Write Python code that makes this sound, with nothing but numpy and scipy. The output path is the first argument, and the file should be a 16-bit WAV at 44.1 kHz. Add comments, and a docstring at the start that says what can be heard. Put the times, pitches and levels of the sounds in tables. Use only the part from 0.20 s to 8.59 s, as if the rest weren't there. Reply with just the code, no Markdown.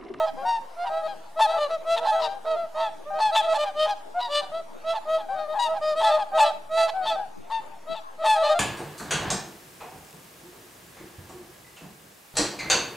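"""Swans are bugling from the first moment, in overlapping short notes heard from the shore of a lake.
Each note is a stack of overtones: low notes arch, high notes fall, many after cracking in with a rasp.
Far birds murmur behind them as many faint hoarse notes, and the water and banks echo every call.
Shaped noise makes the air over the lake. A light wind, also noise, taps the two microphone ports
in opposition."""
import sys
import numpy as np
from scipy import signal
from scipy.io import wavfile
from scipy.ndimage import uniform_filter1d

SR = 44100
rng = np.random.default_rng(int(sys.argv[2]) if len(sys.argv) > 2 else 0)


def inscribe(sig):
    """Save sig as 16-bit PCM at rate SR to the path in sys.argv[1].

    A 1-D sig is mono; a 2-D sig holds one channel per row.
    Samples are clipped to [-1, 1] before scaling.
    """
    pcm = np.round(np.clip(np.atleast_2d(sig).T, -1, 1) * 32767)
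    wavfile.write(sys.argv[1], SR, pcm.astype(np.int16))


N = 369999  # length of the scene in samples

LEFT, AHEAD, RIGHT = 4.6, 1.27, -2.4  # where a bird sits: left level minus right level, dB
# brightness: base level of the bill's ring, dB
BLARING, BRIGHT, PLAIN, SOFT, DULL, MUFFLED = -5.5, -11, -16.5, -22.5, -27, -42
RASPY, HOARSE = 0.015, 0.054  # how long a rough note rasps at its start, s
BREAK_HZ = 760  # above this pitch the voice is in its high register
LOW_GLIDE = 3.76  # a low part slides up this much before its break, %
HIGH_SAG_PER_S = -62  # slide of the high part after a break, % per second
CRACK_SHARE = .36  # the rasp at a break lasts this share of the low part
OVERLAP_S = 0.01033  # the low voice rings on past the break, s
SQUARENESS = 0.56  # power on the swell: under 1 the note starts and stops more abruptly
EDGE_HZ = 15620  # top of the sound band

# Honks that start low and break upward: (start [s], break [s], end [s], low pitch [Hz], high pitch [Hz],
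# low level [dB], high level [dB], low brightness [dB], high brightness [dB], place [dB left minus right])
BREAKING_HONKS = [(-.05, 0.048, .1, 639.7, 828, -27.5, -34, DULL, PLAIN, RIGHT),
                  (0.563, 0.644, .693, 701, 955, -34, -35.5, SOFT, PLAIN, RIGHT),
                  (0.82, 0.863, .943, 631, 815, -33.5, -40, SOFT, PLAIN, LEFT),
                  (1.162, 1.197, 1.264, 651, 879.5, -30, -21.5, SOFT, PLAIN, AHEAD),
                  (1.649, 1.751, 1.797, 663, 911, -26.5, -33.5, PLAIN, BLARING, AHEAD),
                  (1.795, 1.852, 1.961, 655.5, 858, -34.5, -27.5, DULL, SOFT, RIGHT),
                  (3.114, 3.151, 3.213, 655, 875.6, -29.5, -23.5, PLAIN, BRIGHT, AHEAD),
                  (3.26, 3.329, 3.378, 646, 876, -26.5, -29, SOFT, BRIGHT, RIGHT),
                  (3.36, 3.439, 3.502, 599, 803, -30, -33, BRIGHT, PLAIN, AHEAD),
                  (3.548, 3.656, 3.737, 618.5, 835, -27.5, -29, PLAIN, PLAIN, AHEAD),
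                  (3.944, 3.995, 4.086, 718, 960, -29.5, -35, MUFFLED, BRIGHT, AHEAD),
                  (4.077, 4.199, 4.245, 587, 802, -32.5, -37.5, BLARING, PLAIN, AHEAD),
                  (4.638, 4.729, 4.784, 657.5, 882, -30, -32.5, PLAIN, PLAIN, RIGHT),
                  (4.854, 4.966, 5.022, 638.4, 860, -28, -40, SOFT, PLAIN, AHEAD),
                  (5.262, 5.338, 5.41, 621, 837, -36, -30.5, DULL, DULL, LEFT),
                  (5.444, 5.536, 5.587, 643, 826, -32, -33, MUFFLED, DULL, RIGHT),
                  (5.748, 5.81, 5.92, 641, 859, -28.5, -24.5, PLAIN, PLAIN, AHEAD),
                  (5.876, 5.968, 6.036, 616, 839, -25.5, -29, DULL, SOFT, AHEAD),
                  (6.13, 6.18, 6.252, 637, 870, -25.5, -20.5, SOFT, PLAIN, AHEAD),
                  (6.188, 6.276, 6.318, 595.4, 803, -30.5, -37, PLAIN, SOFT, RIGHT),
                  (6.492, 6.661, 6.702, 658.4, 856, -25, -30.5, PLAIN, BRIGHT, RIGHT),
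                  (6.81, 6.857, 6.93, 636, 876, -38.5, -30, BRIGHT, BRIGHT, AHEAD),
                  (7.664, 7.74, 7.797, 653, 877, -36, -42, PLAIN, BRIGHT, LEFT),
                  (7.984, 8.043, 8.186, 649, 860.4, -33.5, -24.5, SOFT, BRIGHT, AHEAD),
                  (8.14, 8.23, 8.296, 643, 870, -27.5, -32, SOFT, BRIGHT, AHEAD)]
# Notes in one register: (start [s], end [s], pitch [Hz], glide [%], level [dB], brightness [dB],
# place [dB left minus right], and for rough notes only: rasp [s])
SINGLE_NOTES = [(-.02, 0.045, 901.6, -5.5, -35, -26, RIGHT), (0.17, 0.25, 545, 12.8, -46, DULL, AHEAD),
                (0.179, 0.269, 795, -5.5, -41.5, -25, LEFT), (0.228, 0.318, 739, 6.5, -36, -59, LEFT),
                (0.257, 0.39, 923.7, -2.2, -28.5, -19.5, AHEAD), (0.64, 0.854, 809, 8.9, -39, -31, LEFT),
                (0.698, 0.832, 650, 1.5, -34.5, -25.5, RIGHT),
                (1.248, 1.4, 652.5, 4.2, -32.5, -19.5, AHEAD),
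                (1.29, 1.394, 837, 11.4, -34.5, -29, LEFT, HOARSE),
                (1.296, 1.389, 664, -1.7, -31.5, -26.5, AHEAD),
                (1.366, 1.472, 596, -4.5, -30.5, -17.5, AHEAD, RASPY),
                (1.495, 1.567, 658, -1.5, -31, -22.5, AHEAD, RASPY),
                (1.75, 1.86, 475, 7.9, -47.5, DULL, AHEAD),
                (1.823, 1.91, 802, 2.8, -32.5, -13.5, RIGHT, HOARSE),
                (1.92, 2.025, 653.5, 1, -28.5, -21.5, AHEAD), (1.96, 2.012, 775, 3, -38, DULL, LEFT),
                (1.99, 2.076, 961, -5, -33.5, -8.5, LEFT, HOARSE), (2.0, 2.1, 458, -1.6, -49, DULL, AHEAD),
                (2.245, 2.37, 460, -1.2, -49.5, DULL, AHEAD), (2.009, 2.076, 632, -5, -36.5, -32, AHEAD),
                (2.041, 2.181, 798, 5.2, -38, -22, LEFT),
                (2.25, 2.362, 644, -2.3, -30.5, -24, RIGHT, RASPY),
                (2.353, 2.459, 677, -5.5, -34, -26, AHEAD), (2.548, 2.682, 650.7, 5.2, -33, -18, RIGHT),
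                (2.56, 2.695, 890, -7.5, -32.5, -18, AHEAD, HOARSE),
                (2.859, 2.936, 610, 3, -42, -49, RIGHT), (2.909, 3.011, 781, -6, -37, -44, LEFT),
                (2.937, 3.014, 630, 3, -35, -25, RIGHT), (2.992, 3.112, 861.4, -7, -26, -17, AHEAD, RASPY),
                (3.192, 3.284, 652, 6.4, -38.5, -12.5, AHEAD), (3.224, 3.32, 670, 0.71, -36.5, -40, AHEAD),
                (4.321, 4.412, 661, 3.5, -35.5, -22.5, AHEAD), (5.028, 5.058, 815, 2, -45, DULL, LEFT),
                (5.1, 5.168, 570, 15, -48, DULL, AHEAD), (5.092, 5.2, 770, -7.5, -34.5, -31, LEFT),
                (5.151, 5.276, 622, -5.5, -38.5, -25.5, LEFT), (5.18, 5.242, 808, 3.5, -40.5, -32, LEFT),
                (5.393, 5.486, 947, -7, -29, -8.5, LEFT), (5.616, 5.749, 621, -1.95, -29, -18.5, AHEAD),
                (5.845, 5.925, 662, 1.5, -29.5, -13, RIGHT), (5.904, 5.982, 874, -8, -40, -4, AHEAD),
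                (6.124, 6.205, 769, -10.5, -33.5, -45, RIGHT),
                (6.229, 6.306, 664, -3.5, -31.5, -12.5, AHEAD),
                (6.576, 6.642, 861, -7.5, -35.5, -11, AHEAD), (6.737, 6.848, 757, -5.5, -33, -53, LEFT),
                (6.902, 6.961, 656, -5, -32, -18, RIGHT), (6.962, 7.012, 780, -2.5, -35, -53, LEFT),
                (6.99, 7.061, 812, -10, -37.5, -67, LEFT),
                (7.304, 7.404, 903, -1.5, -32.5, -16, LEFT, RASPY), (8.022, 8.086, 632, 0, -34, -18, AHEAD),
                (8.224, 8.316, 599.6, 1, -29.5, -14, AHEAD), (8.28, 8.346, 623, 0.45, -25.5, -21, AHEAD),
                (8.309, 8.359, 793, 0.5, -34, -20, LEFT), (8.343, 8.393, 691, -2, -30.5, -25, AHEAD)]
# How strongly the windpipe passes each overtone: (frequency [Hz], level [dB])
WINDPIPE_CURVE = [(950, 6), (1300, -4), (1900, -19), (6000, -62)]
# Ring of the bill, on top of a note's brightness: (frequency [Hz], level [dB])
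BILL_CURVE = [(2350, -6.5), (2700, 1.5), (3800, 6), (4700, -4.5), (5500, -1), (9000, -7.5), (15000, -30.5)]
# Tone of the lake noise, shared by both channels: (frequency [Hz], relative density [dB per Hz])
LAKE_CURVE = [(30, -9), (300, 2.5), (700, 2.5), (2200, -7), (11000, -17.5), (15500, -26.5)]
# Tone of the steady wind noise on the ports: (frequency [Hz], relative density [dB per Hz])
PORT_CURVE = [(50, -58), (160, -15.5), (400, -9), (1500, -19), (3000, -33), (15500, -41)]
# Wind puffs, levels before their envelope and the port weights: (time [s], level [dB])
WIND_PUFFS = [(7.167, -41), (7.692, -40)]


def gain_of(db):
    """Turns decibels into a factor."""
    return 10 ** (np.asarray(db) / 20)


def evened(x):
    """Scales to an average strength (rms) of 1."""
    return x / np.sqrt(np.mean(x ** 2) + 1e-20)


def read_curve(points, hz):
    """Reads a curve made of straight lines on a log-frequency axis."""
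    f, value = np.transpose(points)
    return np.interp(np.log(hz + 1), np.log(f + 1), value)


def add(mix, start_s, sound):
    """Mixes a sound in at start_s seconds; what falls outside is dropped."""
    at = round(start_s * SR)
    sound = sound[..., max(-at, 0):]
    part = mix[..., max(at, 0):][..., :sound.shape[-1]]
    part += sound[..., :part.shape[-1]]


def placed(sound, pan_db):
    """Seats a sound by the level difference between the two channels."""
    return sound * gain_of([[pan_db / 2], [-pan_db / 2]])


def wobble(count, span_s):
    """Random curve of rms 1, smoothed twice over span_s."""
    size = round(span_s * SR) + 1
    once = uniform_filter1d(rng.standard_normal(count), size)
    return evened(uniform_filter1d(once, size))


def honk(length, hz, glide, db, bright_db, crack_s=0, breaks=False, count=23):
    """Overtones of the syrinx pass windpipe and bill; at first, for crack_s, the membranes beat chaotically."""
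    high = hz > BREAK_HZ
    lead = .006  # extra time before and after the note, s
    t = np.arange(-lead, length + lead, 1 / SR)
    v = np.linspace(0, 1, len(t))
    crack = 1 / (1 + (t / (crack_s + 1e-4)) ** 4)  # near 1 in the rasp, then fades
    slow, fast, flutter = (wobble(SR // 4, span_s)[:len(t)] for span_s in (.012, .0007, .009))

    # pitch: both ends droop a little, and some ends droop further
    u = np.clip(t / length - .5, -.6, .6)
    drooping_end = (u > 0) & (not breaks)  # a breaking note does not droop further at its end
    drooping_start = (u < 0) & (not high)  # a high note does not droop further at its start
    bend = 0.0565 * u ** 2 + 0.327 * u ** 4 * (drooping_end | drooping_start)
    travel = abs(u + .5) ** 2.5 - .3 if high else u  # high notes hold their pitch before they slide
    pitch = hz * (1 + glide / 100 * travel - bend)
    jitter = .003 * slow + (.006 + .08 * crack) * fast
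    turns = np.cumsum(pitch * (1 + jitter)) / SR

    # loudness: where in the note the swell peaks, as a share of its length
    if high:
        peak = min(0.31 + crack_s / length / 2, .7)  # a longer rasp delays the burst
    else:
        peak = .7 if breaks else .5  # breaking low notes swell late
    arch = abs(np.sin(np.pi * v ** (np.log(.5) / np.log(peak))))
    swell = arch ** SQUARENESS * gain_of(.75 * flutter)  # unsteady breath pressure
    swell *= 1 - .4 * crack  # chaotic beating wastes breath
    # one beat in four is stronger, most in the rasp
    beats = 1 + (.04 + .45 * crack) * np.cos(2 * np.pi * turns / 4 + flutter)

    # overtone levels, worked out every 64 samples
    k = np.arange(1, count + 1)[:, None]
    partial_hz = k * pitch[::64]
    first, last, phase = rng.standard_normal((3, len(k), 1))
    # the moving bill recolours each overtone
    uneven_db = 3.3 * (first * np.cos(2 * v[::64]) + last * np.sin(2 * v[::64]))
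    edge_db = 0.76 * (db + 16.0) * (partial_hz > 5000)  # only forceful notes carry treble
    bill_db = bright_db + read_curve(BILL_CURVE, partial_hz) + uneven_db + edge_db
    bill = gain_of(bill_db) * (k > 1)
    # turbulent breath shakes each overtone
    husk = 1 + (.3 + crack[::64] / 2) * rng.standard_normal(bill.shape)
    push = (swell + .25 * crack)[::64]  # louder is brighter
    level = gain_of(read_curve(WINDPIPE_CURVE, partial_hz)) + bill * husk * push
    level *= k * hz < SR / 2.4  # leave out overtones too high to render
    level = np.repeat(level, 64, axis=1)[:, :len(t)]
    voice = (level * np.cos(2 * np.pi * k * turns + 2 * phase)).sum(0)
    return lead, np.sqrt(2) * gain_of(db) * swell * beats * voice


def flock():
    """The near birds: each breaking honk is a low note that flips into a high one."""
    out = np.zeros((2, N))
    # a note's rasp is 0 unless its row gives one
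    notes = [(*note[:7], sum(note[7:]), False) for note in SINGLE_NOTES]
    for (s, flip, end, low_hz, high_hz, low_db, high_db,
         low_bright_db, high_bright_db, pan_db) in BREAKING_HONKS:
        sag = HIGH_SAG_PER_S * (end - flip)
        rasp_s = CRACK_SHARE * (flip - s)
        notes.append((s, flip + OVERLAP_S, low_hz, LOW_GLIDE, low_db, low_bright_db, pan_db, 0, True))
        notes.append((flip, end, high_hz, sag, high_db, high_bright_db, pan_db, rasp_s, False))
    for s, end, *voice, pan_db, crack_s, breaks in notes:
        lead, sound = honk(end - s, *voice, crack_s, breaks)
        add(out, s - lead, placed(sound, pan_db))
    return out


def far_flock(count=400):
    """Faint hoarse notes from all over the lake blur into a murmur."""
    out = np.zeros((2, N))
    for when, length, pitch, faintness, side in rng.random((count, 5)):
        length_s, hz, db = 0.03 + 0.06 * length, 500 + 480 * pitch, -55 - 8 * faintness
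        _, sound = honk(length_s, hz, -3.15, db, -48, crack_s=.06, count=5)
        add(out, when * N / SR, placed(sound, 12 * (side - .5)))
    return out


def banks(x):
    """One slap from the near bank, then sparse taps that die away, the treble soonest."""
    shape = (2, SR // 2)
    taps = rng.choice([-1., 1.], shape) * (rng.random(shape) < .05)
    hz, t, z = signal.stft(taps, SR, nperseg=256)
    fade_s = read_curve([(600, 0.61), (5000, 0.45)], hz)[:, None]  # time to fall by 60 dB
    fading = z * (t > .02) * gain_of(-60 * t / fade_s)
    tail = signal.istft(fading, SR, nperseg=256)[1]
    tail *= gain_of(-17.5) / np.linalg.norm(tail[0])
    tail[:, round(.07 * SR)] += gain_of(-19)  # the slap
    return signal.fftconvolve(x, tail, axes=1)[:, :N]


def noise(points, patchy_db):
    """Noise of rms 1 from random short-time spectra, with drifting louder and softer patches."""
    frames, hz = N // 256 + 5, np.fft.rfftfreq(1024, 1 / SR)
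    a, b, patches = rng.standard_normal((frames, 513, 3)).T
    patches = uniform_filter1d(patches, size=10, axis=0)  # smooth across frequency
    patches = evened(uniform_filter1d(patches, size=14, axis=1))  # and across time
    z = (a + 1j * b) * gain_of(read_curve(points, hz)[:, None] + patchy_db * patches)
    return evened(signal.istft(z, nperseg=1024, noverlap=768)[1][:N])


def lake_air():
    """Soft noise over the lake, the same in both channels."""
    return gain_of(-54.0) * noise(LAKE_CURVE, patchy_db=3.0)


def wind():
    """Steady pressure noise and short low puffs, opposite in the two ports."""
    out = gain_of(-51.5) * noise(PORT_CURVE, patchy_db=6.0)
    rise = np.arange(4000) / SR / 0.02  # each puff peaks after 0.02 s
    low_band = signal.butter(2, (110, 380), "band", fs=SR, output="sos")
    for s, db in WIND_PUFFS:
        puff = signal.sosfilt(low_band, rng.standard_normal(4000))
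        add(out, s - .005, gain_of(db) * evened(puff) * rise * np.exp(1 - rise))
    return out * np.array([[1.2], [-.8]])  # opposite signs, stronger on the left


def scene():
    """Adds up birds, echoes, lake noise and wind."""
    birds = flock() + far_flock()
    no_bass = signal.butter(6, 420, "high", fs=SR, output="sos")
    birds = signal.sosfilt(no_bass, birds)  # the windpipe radiates no bass
    return birds + banks(birds) + lake_air() + wind()


def record(dry):
    """A small steady offset from the converter, then the band limit."""
    padded = np.pad(dry - .007, ((0, 0), (255, 255)), "edge")
    low_pass = signal.firwin(511, EDGE_HZ, window=("kaiser", 9), fs=SR)
    return signal.oaconvolve(padded, low_pass[None], "valid", axes=1)


dry = scene()
out = record(dry)
inscribe(out)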